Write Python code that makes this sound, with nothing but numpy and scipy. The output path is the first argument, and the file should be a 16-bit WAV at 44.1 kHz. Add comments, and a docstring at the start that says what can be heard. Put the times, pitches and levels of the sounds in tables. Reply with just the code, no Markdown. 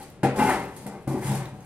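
"""In a barn, a metal poker knocks on a sheet-steel table and twice drags hard coals across it.
Knocks and tiny slips make the sheet boom in its modes, and some modes briefly sing.
Dense random grains hiss under the coals, small edges scratch, loose lumps clack and chips tick.
Random echo taps smear the treble, over a quiet hush of filtered noise."""
import sys
import numpy as np
from scipy import signal
from scipy.fft import rfft, irfft, next_fast_len
from scipy.io import wavfile
from scipy.ndimage import uniform_filter1d

SR = 44100
rng = np.random.default_rng(int(sys.argv[2]) if len(sys.argv) > 2 else 0)


def file_out(sig):
    """Save sig as 16-bit WAV at sys.argv[1]."""
    # one column per channel
    cols = np.atleast_2d(sig).T
    # limit, then scale
    lim = np.clip(cols, -1, 1)
    pcm = np.round(lim * 32767).astype(np.int16)
    wavfile.write(sys.argv[1], SR, pcm)


def convert_level_to_amplitude(level_db):
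    """Map a level in decibels to its linear amplitude factor."""
    exponent = np.asarray(level_db, float) / 20
    return 10 ** exponent


N = 72765  # length in samples

# Strong modes of the sheet:
# (frequency [Hz], level [dB], time to fall 60 dB [s], half waves along the poker's path)
SHEET_MODES = [(133.86, -1, 0.66, 0.17), (204.9, -2, 0.34, 0.18), (252.6, -2.5, 0.23, 1.66),
               (336.8, -5, 0.095, 0.61), (379, -5.5, 0.21, 0.87), (474, -7, 0.62, 0.68),
               (621, -24.5, 0.093, 5.3), (756, -4.5, 0.46, 1.12), (784.7, -6, 0.26, 2.69),
               (843, -7, 0.11, 1.92), (880, -5.5, 0.3, 0.98), (994, -17.5, 0.63, 0.67),
               (1060, -13, 0.12, 1.2), (1544, -20.5, 0.065, 1.84), (2120, -20, 0.28, 1.53)]
# Coals dragged over the sheet: (time [s], force on the sheet [dB], hardness [dB per octave],
# place on the path [0-1], grit level [dB])
DRAG_PATH = [(0, -50.5, 8.5, 0.4, -49.5), (0.098, -94.5, -29, 0.2, -65.5), (0.198, -63, 0, 0.76, -73.5),
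             (0.342, -47, 4, 0, -61), (0.372, -31, -3.5, 0.08, -43), (0.391, -29, 8, 0.28, -36.5),
             (0.429, -33, -3.5, 0.15, -42.5), (0.457, -34, 7.5, 0.73, -40), (0.5, -32.5, 7, 0.6, -41.5),
             (0.562, -38, 1, 0.74, -48.5), (0.662, -50.5, 4.5, 0.56, -61.5), (0.798, -50, -3.5, 0.14, -58),
             (0.947, -49, 3.5, 0.45, -60.5), (1.048, -93, -13.5, 0.6, -72), (1.16, -53, 4, 1, -53.5),
             (1.208, -54.5, 1, 0, -54), (1.236, -53, -14, 0.4, -45.5), (1.255, -32.5, -1.5, 0.19, -44),
             (1.292, -39, -0.5, 0.57, -40.5), (1.35, -43, 2.5, 0, -46), (1.431, -52.5, 4, 0.68, -55),
             (1.521, -50.5, -3.7, 0.21, -67), (1.65, -66, 6.5, 0.2, -61.5)]
# Relative tone colour of the grit: (frequency [Hz], level [dB])
GRIT_COLOUR = [(500, -77), (1500, -9.5), (2500, -11), (3600, -13.5), (4700, -11.5), (6100, -12.5),
               (8600, -5), (11300, -7), (13000, -13.5), (15800, -24.5)]
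SLIP_SPREAD_DB = 4.5  # how much stronger the rare big slips are


def evened(x):
    """Scales a sound to an rms of one."""
    return x / np.sqrt(np.mean(x ** 2) + 1e-20)


def read(points, hz):
    """Reads a table between its points, with frequency on a log scale."""
    f, value = np.transpose(points)
    return np.interp(np.log(hz + 1), np.log(f + 1), value)


def coloured(x, gain):
    """Filters the last axis by gain(hz)."""
    size = next_fast_len(x.shape[-1] + 4096)
    spectrum = rfft(x, size) * gain(np.fft.rfftfreq(size, 1 / SR))
    return irfft(spectrum, size)[..., :x.shape[-1]]


def clicks(per_s, spread_db, shape):
    """Makes random clicks of either sign, a few of them large."""
    chance = rng.random(shape)
    strength = rng.exponential(1, shape)
    sign = rng.choice([-1., 1.], shape)
    return evened((chance < per_s / SR) * sign * convert_level_to_amplitude(spread_db * np.minimum(strength, 5)))


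def drag_track(column, t):
    """Follows one column of the drag table through time."""
    rows = np.array(DRAG_PATH)
    return np.interp(t, rows[:, 0], rows[:, column])


def lumps():
    """Uneven pressure: contact comes in clumps of about 10 ms."""
    slow = uniform_filter1d(uniform_filter1d(rng.standard_normal(N), 400), 400)
    return convert_level_to_amplitude(3.5 * evened(slow))  # rms swing in dB


def ring(hz, t60, sign):
    """Rings a group of modes after one tap: fading sines, with unit energy in all."""
    t = np.arange(24000) / SR
    sines = sign[:, None] * np.sin(2 * np.pi * hz[:, None] * t)
    h = sines.sum(0) * convert_level_to_amplitude(-60 * t / max(t60, .03))
    return h / np.linalg.norm(h)


def mode_groups(t):
    """Lists each strong mode alone, then the crowd in half-octave groups with wandering weights."""
    # How long the weak modes ring: (frequency [Hz], time to fall 60 dB [s])
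    crowd_t60 = [(60, 1), (400, 0.45), (1500, 0.43), (5000, 0.55)]
    groups = []
    for k, (f, db, t60, waves) in enumerate(SHEET_MODES):
        groups.append((np.array([f]), db, t60, waves, [(-1.) ** np.array([k])], [1]))
    hz = np.arange(40, 5000, 7.) + 7 * rng.random(709)
    size = rng.standard_normal((2, 709))
    band = np.round(2 * np.log2(hz))
    wander = 2 * np.pi * 2.3 * t  # 2.3 turns a second
    for b in np.unique(band):
        f = hz[band == b]
        shares = [np.cos(wander + b), np.sin(wander + b)]
        groups.append((f, 0, read(crowd_t60, f.mean()), 0, size[:, band == b], shares))
    return groups


def add_knocks(drive, chatter, k, waves, octave):
    """Adds the poker's blows to one mode group's drive: a first contact, then fading chatter."""
    # Poker blows: (time [s], force [dB], hardness [dB per octave], place on the path [0-1],
    # chatter fade time to 1/e [s])
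    knocks = [(0.231, -24.5, 1.77, 0.45, 0.023), (0.86, -38.5, 1.5, 0.47, 0.014),
              (1.0719, -33.5, -1.5, 0.22, 0.063), (1.223, -45, 7, 0.4, 0.046)]
    after = np.arange(8000) / SR
    for s, force_db, tilt_db, spot, chatter_s in knocks:
        at = round(s * SR)
        blow = chatter[at + k:at + k + 8000] * np.exp(-after / max(chatter_s, .002))
        blow[0] = 22.6  # first contact, against chatter of about one
        reach = np.cos(np.pi * waves * spot)  # the mode's shape under the poker
        drive[at:at + 8000] += blow * convert_level_to_amplitude(force_db + tilt_db * octave) * reach


def add_thumps(drive, hz):
    """Adds weight landing on the sheet to the drive of one strong mode, one sample per landing."""
    # Weight landing: (time [s], level at the lowest mode [dB], softness [dB per octave])
    thumps = [(0.2313, 7, -9), (1.0727, 5, -10), (1.144, 1, -9)]
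    for s, force_db, tilt_db in thumps:
        drive[round(s * SR)] += convert_level_to_amplitude(force_db + tilt_db * np.log2(hz / SHEET_MODES[0][0]))


def sheet():
    """Blows and slips drive each mode by contact hardness and by its shape at the contact."""
    # Tone colour of the weaker modes between the strong ones: (frequency [Hz], level [dB])
    crowd_colour = [(45, -22), (70, -15.5), (100, -9.5), (160, -3.5), (330, -2), (520, -4.5), (900, -5.5),
                    (1400, -14), (2200, -16), (3200, -32), (5000, -58)]
    slips_per_s = 1800
    t = np.arange(N) / SR
    force, hard, place = (drag_track(column, t[::64]) for column in (1, 2, 3))
    slips, chatter = clicks(slips_per_s, SLIP_SPREAD_DB, (2, N)) * lumps()
    strong, crowd = np.zeros((2, N))
    for k, (f, db, t60, waves, signs, shares) in enumerate(mode_groups(t)):
        is_strong = k < len(SHEET_MODES)
        octave = np.log2(max(f.mean(), 130) / 400)
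        push = convert_level_to_amplitude(force + hard * octave) * np.cos(np.pi * waves * place)
        drive = np.roll(slips, 37 * k) * np.repeat(push, 64)[:N]  # each group gets shifted slips
        add_knocks(drive, chatter, k, waves, octave)
        if is_strong:
            add_thumps(drive, f[0])
        part = strong if is_strong else crowd
        for sign, share in zip(signs, shares):
            part += convert_level_to_amplitude(db) * signal.fftconvolve(drive * share, ring(f, t60, sign))[:N]
    return strong + coloured(crowd, lambda hz: convert_level_to_amplitude(read(crowd_colour, hz)))


def grit():
    """Dense brittle grains under the drag, and a crack with a shower of chips for each clack."""
    # Lumps that clack: (time [s], level [dB], brightness [dB per octave], time to fall 60 dB [s])
    clacks = [(0.2318, -32.5, -6, 0.17), (0.359, -41, -3, 0.36), (0.386, -44, -6, 0.35),
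              (0.7636, -42.5, 1, 0.11), (0.8645, -39.5, 0.5, 0.064), (1.074, -45, 0, 0.43)]
    grains_per_s, grain_spread_db = 4000, 2
    t = np.arange(N) / SR
    grains = clicks(grains_per_s, grain_spread_db, (2, N))
    out = evened(coloured(grains, lambda hz: convert_level_to_amplitude(read(GRIT_COLOUR, hz))))
    out *= lumps() * convert_level_to_amplitude(drag_track(4, t))
    chips = clicks(grains_per_s, grain_spread_db, (len(clacks), 2, 16384))
    for (s, db, tilt_db, t60), shower in zip(clacks, chips):
        shower = evened(coloured(shower, lambda hz: convert_level_to_amplitude(
            read(GRIT_COLOUR, hz) + tilt_db * np.log2(hz / 8000 + 0.0033))))
        part = out[:, round(s * SR):][:, :16384]
        after = t[:part.shape[1]]
        rise = np.minimum(after / 0.0016, 1)  # 1.6 ms
        part += shower[:, :len(after)] * convert_level_to_amplitude(db - 60 * after / max(t60, .01)) * rise
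    # the right side is half like the left
    return np.array([out[0], .5 * out[0] + np.sqrt(.75) * out[1]])


def scratches():
    """Sparse brittle edges catching under the drag, each a short ring at its own pitch."""
    per_s, level_db, fade_cycles = 300, -6, 4  # level is relative to the grit track
    t, out = np.arange(512) / SR, np.zeros(N)
    pitches = np.geomspace(1400, 10000, num=30)
    trains = clicks(per_s / len(pitches), SLIP_SPREAD_DB / 2, (len(pitches), N))
    for hz, train in zip(pitches, trains):
        edge = np.sin(2 * np.pi * hz * t) * np.exp(-t * hz / fade_cycles)
        edge /= np.linalg.norm(edge)
        out += convert_level_to_amplitude(read(GRIT_COLOUR, hz)) * signal.oaconvolve(train, edge)[:N]
    return evened(out) * convert_level_to_amplitude(level_db + drag_track(4, np.arange(N) / SR))


def air():
    """Quiet broad hush of the barn: noise, more alike on both sides at some pitches than others."""
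    # Relative tone colour of the hush: (frequency [Hz], level [dB])
    hush_colour = [(20, 6), (55, 12.5), (140, 18.5), (500, 10.5), (1100, -1.5), (2500, -7.5), (6000, -22),
                   (11000, -27), (13500, -42)]
    # How alike left and right are: (frequency [Hz], likeness [0-1])
    likeness = [(50, 0.84), (800, 1), (3000, 0.44), (10000, 0.18)]
    a, b = rng.standard_normal((2, N))

    def same(hz):
        return np.clip(read(likeness, hz), 0, 1)

    right = coloured(a, same) + coloured(b, lambda hz: np.sqrt(1 - same(hz) ** 2))
    pair = np.array([a, right])
    return convert_level_to_amplitude(-48) * evened(coloured(pair, lambda hz: convert_level_to_amplitude(read(hush_colour, hz))))


def barn(x):
    """Echoes as sparse taps of random sign, each frequency band dying at its own speed."""
    # How long the echo lasts: (frequency [Hz], time to fall 60 dB [s])
    echo_t60 = [(100, 1), (1000, 0.52), (4000, 0.41), (12000, 0.1)]
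    taps = np.zeros((2, SR))
    at = np.arange(200, SR - 20, 20)
    spots = at + rng.integers(0, 20, (2, len(at)))
    np.put_along_axis(taps, spots, rng.choice([-1., 1.], (2, len(at))), 1)
    hz, t, z = signal.stft(taps, SR, nperseg=256)
    fade = convert_level_to_amplitude(-60 * t / np.maximum(read(echo_t60, hz), .05)[:, None])
    tail = signal.istft(z * fade, SR, nperseg=256)[1]
    return signal.fftconvolve(x[None], tail / np.linalg.norm(tail[0]), axes=1)[:, :N]


def ticks():
    """Single chips tick: a short broad snap of noise and a fuzzy ring of narrow noise."""
    # Ticks of chips: (time [s], level [dB], ring frequency [Hz], time to fall 60 dB [s])
    chip_ticks = [(.101, -51, 13000, .018), (.654, -50, 12000, .016), (1.192, -52, 7600, .05),
                  (1.338, -45, 2130, .06), (1.435, -50, 2180, .05), (1.456, -46, 3720, .035),
                  (1.457, -51, 14900, .03), (1.606, -58, 6500, .025)]
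    snap_db, snap_s, width_hz = 1, .003, 260  # snap over ring, snap fade to 1/e, ring half width
    out, t = np.zeros(N + 4096), np.arange(4096) / SR
    noises = rng.standard_normal((len(chip_ticks), 2, 4096))
    for (s, db, f, t60), (a, b) in zip(chip_ticks, noises):
        snap = evened(coloured(a, lambda hz: hz / (hz + 4000) / (1 + (hz / f / 2) ** 2)))
        snap *= convert_level_to_amplitude(snap_db) * np.exp(-t / snap_s)
        tone = evened(coloured(b, lambda hz: 1 / (1 + ((hz - f) / width_hz) ** 2)))
        tone *= convert_level_to_amplitude(-60 * t / max(t60, .01))
        out[round(s * SR):][:4096] += convert_level_to_amplitude(db) * (snap + tone)
    return out[:N]


def singing():
    """Stick-slip locks onto a mode: it swells, holds, then dies at the nearest strong mode's rate."""
    # Singing modes: (start [s], level before the throb [dB], frequency [Hz], start of decay after onset [s])
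    sings = [(.232, -25, 792, 0.016), (.382, -23, 250, 0.054), (.382, -25.5, 204, 0.031),
             (0.388, -21.5, 835, 0.06), (0.231, -32.5, 204, 0.011), (1.244, -24, 133, 0.078),
             (.231, -28, 482, 0.015), (.232, -34, 1680, 0.012), (0.42, -37.5, 950, 0.13),
             (0.41, -36, 1500, 0.082)]
    rise_s, waver_hz = 0.013, 6.4  # waver is the rms pitch drift
    judder_hz, judder_depth = 46, .8  # the contact hops; modes above 400 Hz throb with it
    out, t = np.zeros(N + SR), np.arange(SR // 2) / SR
    modes = np.array(SHEET_MODES)
    noises = rng.standard_normal((len(sings), 2, len(t)))
    for (s, db, hz, hold_s), (a, b) in zip(sings, noises):
        nearest = np.argmin(abs(modes[:, 0] - hz))
        t60 = max(modes[nearest, 2], .05)
        turns = np.cumsum(hz + waver_hz * evened(uniform_filter1d(a, 1500))) / SR
        shape = np.minimum(t / rise_s, 1) * convert_level_to_amplitude(db - 60 * np.maximum(t - hold_s, 0) / t60)
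        shape *= 1 + judder_depth * (hz > 400) * np.cos(2 * np.pi * judder_hz * t)
        out[round(s * SR):][:len(t)] += shape * np.sin(2 * np.pi * (turns + b[0]))  # random phase
    return out[:N]


def scene():
    """Adds up the table, the coals, their echo in the barn, and the hush."""
    steel = sheet() + singing()
    coal = grit() + scratches()
    chips = ticks()
    highs = coloured(steel, lambda hz: hz ** 2 / (hz ** 2 + 1300 ** 2))
    sent = convert_level_to_amplitude(-12) * highs + convert_level_to_amplitude(-0.5) * coal[0] + convert_level_to_amplitude(-6) * chips  # what the barn echoes
    return steel + coal + chips + barn(sent) + air()


def roll_off(x):
    """The treble ends steeply here."""
    return signal.sosfilt(signal.butter(12, 15920, fs=SR, output="sos"), x)


def record(dry):
    """A close microphone pair: the left is louder in the mids and slightly late."""
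    # Lean to the left: (frequency [Hz], left over right [dB])
    lean = [(60, 1), (1000, 3.5), (3000, 2), (8000, 1), (14000, -2)]
    left_lag_s, edge_hz = 6e-5, 15900  # nothing passes from the edge up
    side = np.array([[.5], [-.5]])  # left and right share each difference equally

    def pair_gain(hz):
        lag = np.exp(-2j * np.pi * hz * side * left_lag_s)
        return (hz < edge_hz) * convert_level_to_amplitude(side * read(lean, hz)) * lag

    return roll_off(coloured(dry, pair_gain))


dry = scene()
out = record(dry)
file_out(out)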